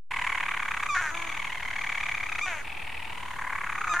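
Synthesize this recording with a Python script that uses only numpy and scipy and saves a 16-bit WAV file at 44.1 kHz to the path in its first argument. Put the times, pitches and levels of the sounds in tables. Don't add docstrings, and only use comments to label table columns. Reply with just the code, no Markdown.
import sys
import numpy as np
from scipy import signal
from scipy.fft import rfft, irfft
from scipy.io import wavfile
from scipy.ndimage import uniform_filter1d

SR = 44100
rng = np.random.default_rng(int(sys.argv[2]) if len(sys.argv) > 2 else 0)


def store_pcm(level_fs):
    pcm = np.round(np.clip(level_fs, -1, 1) * 32767).astype(np.int16)
    wavfile.write(sys.argv[1], SR, np.atleast_2d(pcm).T)


N = 176400
T = np.arange(N) / SR


def amp(db):
    return 10 ** (np.asarray(db) / 20)


def unit(x):
    return x / np.sqrt(np.mean(x ** 2))


def curves(rows, t):
    rows = np.array(rows, float)
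    return [np.interp(t, rows[:, 0], column) for column in rows.T[1:]]


def span(rows, fade_s=0.0018):
    start_s, end_s = rows[0][0], rows[-1][0]
    at = (T > start_s) & (T < end_s)
    return at, np.clip(np.minimum(T[at] - start_s, end_s - T[at]) / fade_s, 0, 1)


def colour(x, points):
    hz, db = np.array(points, float).T
    bins_hz = np.maximum(np.fft.rfftfreq(x.shape[-1], 1 / SR), 1)
    return irfft(rfft(x) * amp(np.interp(np.log(bins_hz), np.log(hz), db)), x.shape[-1])


def resonate(x, hz, width_hz):
    b, a = signal.iirpeak(hz, hz / width_hz, fs=SR)
    return signal.lfilter(b, a, signal.lfilter(b, a, x))


def background(bed_db=-45.5, side_db=-3, bump_hz=71.95, bump_half_s=0.056):
    # freq_hz, gain_db
    bed_eq = [(20, 6.5), (40, -2.5), (75, 3.5), (130, -2.5), (250, -8), (500, -10), (1000, -3.5),
              (2500, -10), (4500, -20), (6800, -33), (8200, -23), (10000, -22.5), (11500, -31),
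              (15500, -29.5)]
    # peak_s, level_db
    bump_cues = [(0.741, -56), (2.028, -60), (2.27, -57), (2.70, -50.5), (2.861, -53), (2.959, -50.5)]
    mid, side = (unit(colour(noise, bed_eq)) for noise in rng.standard_normal((2, N)))
    bed = amp(bed_db) * (mid + amp(side_db) * side * np.array([[1], [-1]]))
    bumps = np.zeros(N)
    for peak_s, db in bump_cues:
        swell = amp(db) * np.exp(-((T - peak_s) / bump_half_s) ** 2)
        bumps += swell * np.sin(2 * np.pi * bump_hz * (T - peak_s))
    return bed + np.sqrt(2) * bumps


def stone_echo(near, far, t60_s=0.17, build_s=0.004):
    # freq_hz, gain_db
    send_eq = [(200, 4), (600, -13), (1100, -9.5), (2200, -12.5), (3500, -17), (5000, -10.5), (6500, -1),
               (10000, -8.5), (15000, -22)]
    # freq_hz, side_minus_mid_db
    width_eq = [(300, -3.5), (700, -19), (2300, -2.5), (4000, 11), (6500, 0.5), (15000, 20.5)]
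    # time_s, left_minus_right_db
    pan = [(.2, -1.0), (1.2, .6), (2.7, 1.9), (3.3, 1.5), (3.9, .4)]
    t = T[:SR // 2]
    envelope = amp(-60 * t / t60_s) * np.minimum(t / build_s, 1)
    tails = np.array([unit(noise * envelope) for noise in rng.standard_normal((2, len(t)))])
    send = colour(near, send_eq) + far
    mid, side = signal.fftconvolve(send[None], tails / np.sqrt(len(t)), axes=1)[:, :N]
    pan_db, = curves(pan, T)
    direct = near * amp(np.array([pan_db, -pan_db]) / 2)
    return direct + mid + colour(side, width_eq) * np.array([[1], [-1]])


def syrinx(hz, jitter, shimmer_db, breath):
    cycle = np.cumsum(hz / SR).astype(int)
    pitch_draw, level_draw = rng.standard_normal((len(hz), 2)).T
    hz = hz * np.exp(jitter * pitch_draw[cycle])
    turns = np.cumsum(hz / SR)
    phase = turns % 1 - .5
    from_pulse = phase * SR / hz
    pulses = np.sinc(from_pulse) * np.exp(-(from_pulse / 4) ** 2)
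    pulses *= amp(shimmer_db * level_draw[turns.astype(int)])
    puffs = rng.standard_normal(len(hz)) * np.cos(np.pi * phase) ** 2
    return unit(pulses - hz / SR) + breath * unit(puffs)


def throat(source, levels_db, t, window=3600):
    # centre_hz, width_hz
    formants = [(1060, 945), (1600, 560), (2280, 646), (3250, 1540), (6500, 1600)]
    # time_s, level_db
    low_ring = [(.1, -53), (.85, -70), (.97, -51), (1.15, -50), (1.8, -43.5), (2.4, -43), (2.5, -39),
                (2.65, -50.5), (2.9, -49.5), (3.5, -64), (3.96, -50)]
    low_band_hz, rasp_band_hz = (745, 425), (9630, 4100)
    low = (low_band_hz, curves(low_ring, t)[0])
    rasp = (rasp_band_hz, levels_db[-1] - 7)
    out = 0
    for k, ((hz, width_hz), db) in enumerate([low, *zip(formants, levels_db), rasp]):
        ring = resonate(source, hz, width_hz)
        power = uniform_filter1d(uniform_filter1d(ring ** 2, window), window // 2)
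        polarity = (-1) ** k
        out = out + polarity * amp(db) * ring / np.sqrt(np.abs(power) + 1e-12)
    return out


def far_bird(gain_db=-32.5):
    # time_s, pitch_hz, relative_db
    calls = [
        [(1.11, 326.3, -3.5), (1.16, 339, -9.5), (1.22, 338.4, -11), (1.28, 324.6, -9), (1.38, 289.7, -15)],
        [(3.72, 366.2, -16), (3.79, 409.3, -12.5), (3.83, 392.6, -15), (3.87, 362, -5.5), (3.94, 328, -5)],
    ]
    # freq_hz, gain_db
    voice_eq = [(200, -8), (350, -12), (700, -8), (1050, -2.5), (1700, 0), (2500, -25.5), (4500, -44),
                (5600, -44), (6500, -10.5), (7600, -43), (15000, -49)]
    out = np.zeros(N)
    for rows in calls:
        at, gate = span(rows)
        hz, db = curves(rows, T[at])
        buzz = syrinx(hz, jitter=0.012, shimmer_db=1.5, breath=0.25)
        out[at] += gate * amp(db + gain_db) * unit(colour(buzz, voice_eq))
    return out


def wheezes(gain_db=-2, air_over_top_formant_db=3):
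    # time_s, pitch_hz, jitter_ratio, relative_db of each of the five formants
    calls = [
        [(.945, 392.3, 0.047, -49, -31, -40, -40, -48), (.965, 361.6, .04, -28.5, -22.5, -38, -43, -51.5),
         (.985, 357.2, 0.014, -52, -24, -36, -44, -53), (1.005, 368.5, 0.0059, -34, -30, -35, -50, -54),
         (1.028, 317.5, 0.0038, -37.5, -30.5, -40, -50, -52), (1.048, 318.5, 0.007, -32.5, -29, -39, -48, -52),
         (1.075, 303.4, 0.011, -49, -29, -40, -51, -56), (1.098, 295.3, 0.032, -52, -31.5, -48, -47, -57),
         (1.116, 280, 0.079, -29.5, -38, -37, -57, -56)],
        [(2.459, 369, 0.062, -42, -42, -35, -53, -60), (2.478, 369, 0.047, -46, -30, -33, -44, -56),
         (2.502, 354, 0.025, -54, -39, -35.5, -48, -54), (2.522, 331, 0.0077, -39, -34, -36, -54, -58),
         (2.552, 312, .008, -43, -37, -35, -55, -56), (2.565, 303.6, 0.067, -48, -44, -41.5, -56, -62),
         (2.605, 282.7, 0.063, -63, -38.5, -39, -58, -59.5), (2.622, 266, 0.068, -58, -43, -48, -64, -68)],
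        [(3.937, 362, 0.043, -29, -29, -38, -36, -47), (3.958, 353, .005, -38, -22, -66, -62, -56),
         (3.975, 344.4, .005, -35, -24.5, -60, -66.5, -68), (3.99, 361, .005, -35, -27, -61, -53, -54),
         (4.01, 358, .005, -43, -23, -44, -55, -47)],
    ]
    out = np.zeros(N)
    for rows in calls:
        at, gate = span(rows)
        hz, jitter, *levels_db = curves(rows, T[at])
        buzz = throat(syrinx(hz, jitter, shimmer_db=-3, breath=0.39), levels_db, T[at])
        air = unit(resonate(rng.standard_normal(len(hz)), hz=6400, width_hz=1300))
        out[at] += gate * (buzz + amp(levels_db[-1] + air_over_top_formant_db) * air)
    return out * amp(gain_db)


def squeaks(quiver_depth=0.0025, quiver_cutoff_hz=350):
    # time_s, pitch_hz, fundamental_db, octave_db
    calls = [
        [(.887, 1253, -29, -37), (.897, 1227, -33, -29), (.905, 1166, -27.5, -32), (.922, 1170, -29, -42),
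         (.937, 1155, -28, -37), (.949, 1137, -25, -36)],
        [(2.411, 1072, -30, -28), (2.418, 1170, -47, -29), (2.427, 1219, -46, -32), (2.437, 1214, -32.5, -29.5),
         (2.452, 1193, -49, -36), (2.463, 1138, -31, -28)],
        [(3.893, 1225, -27, -34), (3.908, 1280, -27, -43), (3.921, 1220, -23.5, -37), (3.929, 1209, -38, -35.5),
         (3.943, 1190, -27, -46)],
    ]
    # harmonic_number, level_db
    overtones = [(3, -48.5), (4, -57), (5, -50), (6, -52.5), (7, -63.5), (8, -65)]
    lowpass = signal.butter(2, quiver_cutoff_hz, fs=SR, output="sos")
    quiver = unit(signal.sosfilt(lowpass, rng.standard_normal(N)))
    out = np.zeros(N)
    for rows in calls:
        at, gate = span(rows)
        hz, fundamental_db, octave_db = curves(rows, T[at])
        phase = 2 * np.pi * np.cumsum(hz * (1 + quiver_depth * quiver[at])) / SR
        partials = [(1, fundamental_db), (2, octave_db), *overtones]
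        out[at] += np.sqrt(2) * gate * sum(amp(db) * np.sin(k * phase) for k, db in partials)
    return out


def purrs(gain_db=-1.5):
    # time_s, notes_per_s
    tempos = [
        [(.104, 38.9), (.3, 37.55), (.55, 35.87), (.78, 33.98), (.878, 32.58)],
        [(1.138, 41.19), (1.25, 40.0), (1.55, 38.76), (2.0, 36.06), (2.3, 33.67), (2.405, 28.51)],
        [(2.641, 42.03), (2.75, 40.23), (3.1, 39.15), (3.45, 36.38), (3.78, 34.64), (3.892, 29.76)],
    ]
    # time_s, top_pitch_hz, edge_sag_octaves, relative_db of each of the five formants
    calls = [
        [(.12, 1073, 0.38, -36, -40.5, -33.5, -60, -58.5), (.26, 1086, 0.51, -35, -35.5, -31, -55, -54.5),
         (.48, 1141, 0.73, -37.5, -35.5, -33, -49.5, -58.5), (.68, 1205, 0.97, -39, -35, -35.5, -50.5, -57.5),
         (.86, 1285, 0.96, -38, -35, -36, -47.5, -54.5)],
        [(1.15, 1267, 0.6, -43, -52, -36, -47, -55.5), (1.32, 1146, 0.39, -44.5, -42.5, -36, -48, -57.5),
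         (1.45, 1098, 0.33, -41.5, -44, -35, -48, -57), (1.6, 1064, 0.37, -50, -41, -38.5, -49, -60.5),
         (1.8, 1122, 0.48, -55, -37, -34.5, -47.5, -58), (2.08, 1230, 0.46, -46, -38, -32, -46.5, -56.5),
         (2.25, 1262, 0.53, -95, -38.5, -35, -50.5, -60.5), (2.39, 1304, 0.54, -68, -36, -34.5, -46.5, -55.5)],
        [(2.65, 938, 0.39, -47, -71, -39.5, -59, -66), (2.72, 897, .35, -64, -93, -39.5, -54, -67),
         (3.0, 962, .35, -48, -84, -39, -60, -66.5), (3.2, 1029, 0.6, -41.5, -51, -42, -54.5, -62),
         (3.38, 1070, .6, -40, -37.5, -47, -54, -61), (3.48, 1094, 0.61, -37, -34.5, -40.5, -81, -61.5),
         (3.72, 1247, 0.88, -40.5, -35.5, -39, -55, -60.5), (3.88, 1293, 0.53, -38.5, -32, -41.5, -52, -58.5)],
    ]
    lead_s, end_s = 0.0089, 0.0043
    attack_s, release_s, swell_db_per_s = 0.0011, 0.0014, 514
    arch_lead_s, arch_half_s = .0015, 0.006
    pitch_scatter, level_scatter_db, arch_scatter_s = .03, 1.1, .0011
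    steady_jitter, onset_jitter, settle_s = .045, .11, .006
    out = np.zeros(N)
    for tempo, rows in zip(tempos, calls):
        at, gate = span(tempo)
        notes_per_s, = curves(tempo, T[at])
        top_hz, sag_octaves, *levels_db = curves(rows, T[at])
        count = np.cumsum(notes_per_s) / SR
        note_s = (count % 1 - .5) / notes_per_s
        pitch_draw, level_draw, arch_draw = rng.standard_normal((len(count), 3))[count.astype(int)].T
        from_top_s = note_s + arch_lead_s + arch_scatter_s * arch_draw
        droop = np.minimum((from_top_s / arch_half_s) ** 2, 1)
        hz = top_hz * 2 ** (-sag_octaves * droop) * (1 + pitch_scatter * pitch_draw)
        attack = np.clip((note_s + lead_s) / attack_s, 0, 1)
        release = np.clip((end_s - note_s) / release_s, 0, 1)
        swell = amp(swell_db_per_s * note_s + level_scatter_db * level_draw)
        jitter = steady_jitter + onset_jitter * np.clip(-note_s / settle_s, 0, 1) ** 2
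        notes = attack * release * swell * syrinx(hz, jitter, shimmer_db=1.1, breath=.09)
        out[at] += gate * throat(notes, levels_db, T[at])
    return out * amp(gain_db)


def scene():
    near_bird = purrs() + squeaks() + wheezes()
    return stone_echo(near_bird, far_bird()) + background()


def record(dry):
    switch_on_s, cutoff_hz, dc_offset = .107, 15300, -.0128
    lowpass = signal.ellip(10, .2, 70, cutoff_hz, fs=SR, output="sos")
    return signal.sosfilt(lowpass, dry * (T > switch_on_s)) + dc_offset


dry = scene()
out = record(dry)
store_pcm(out)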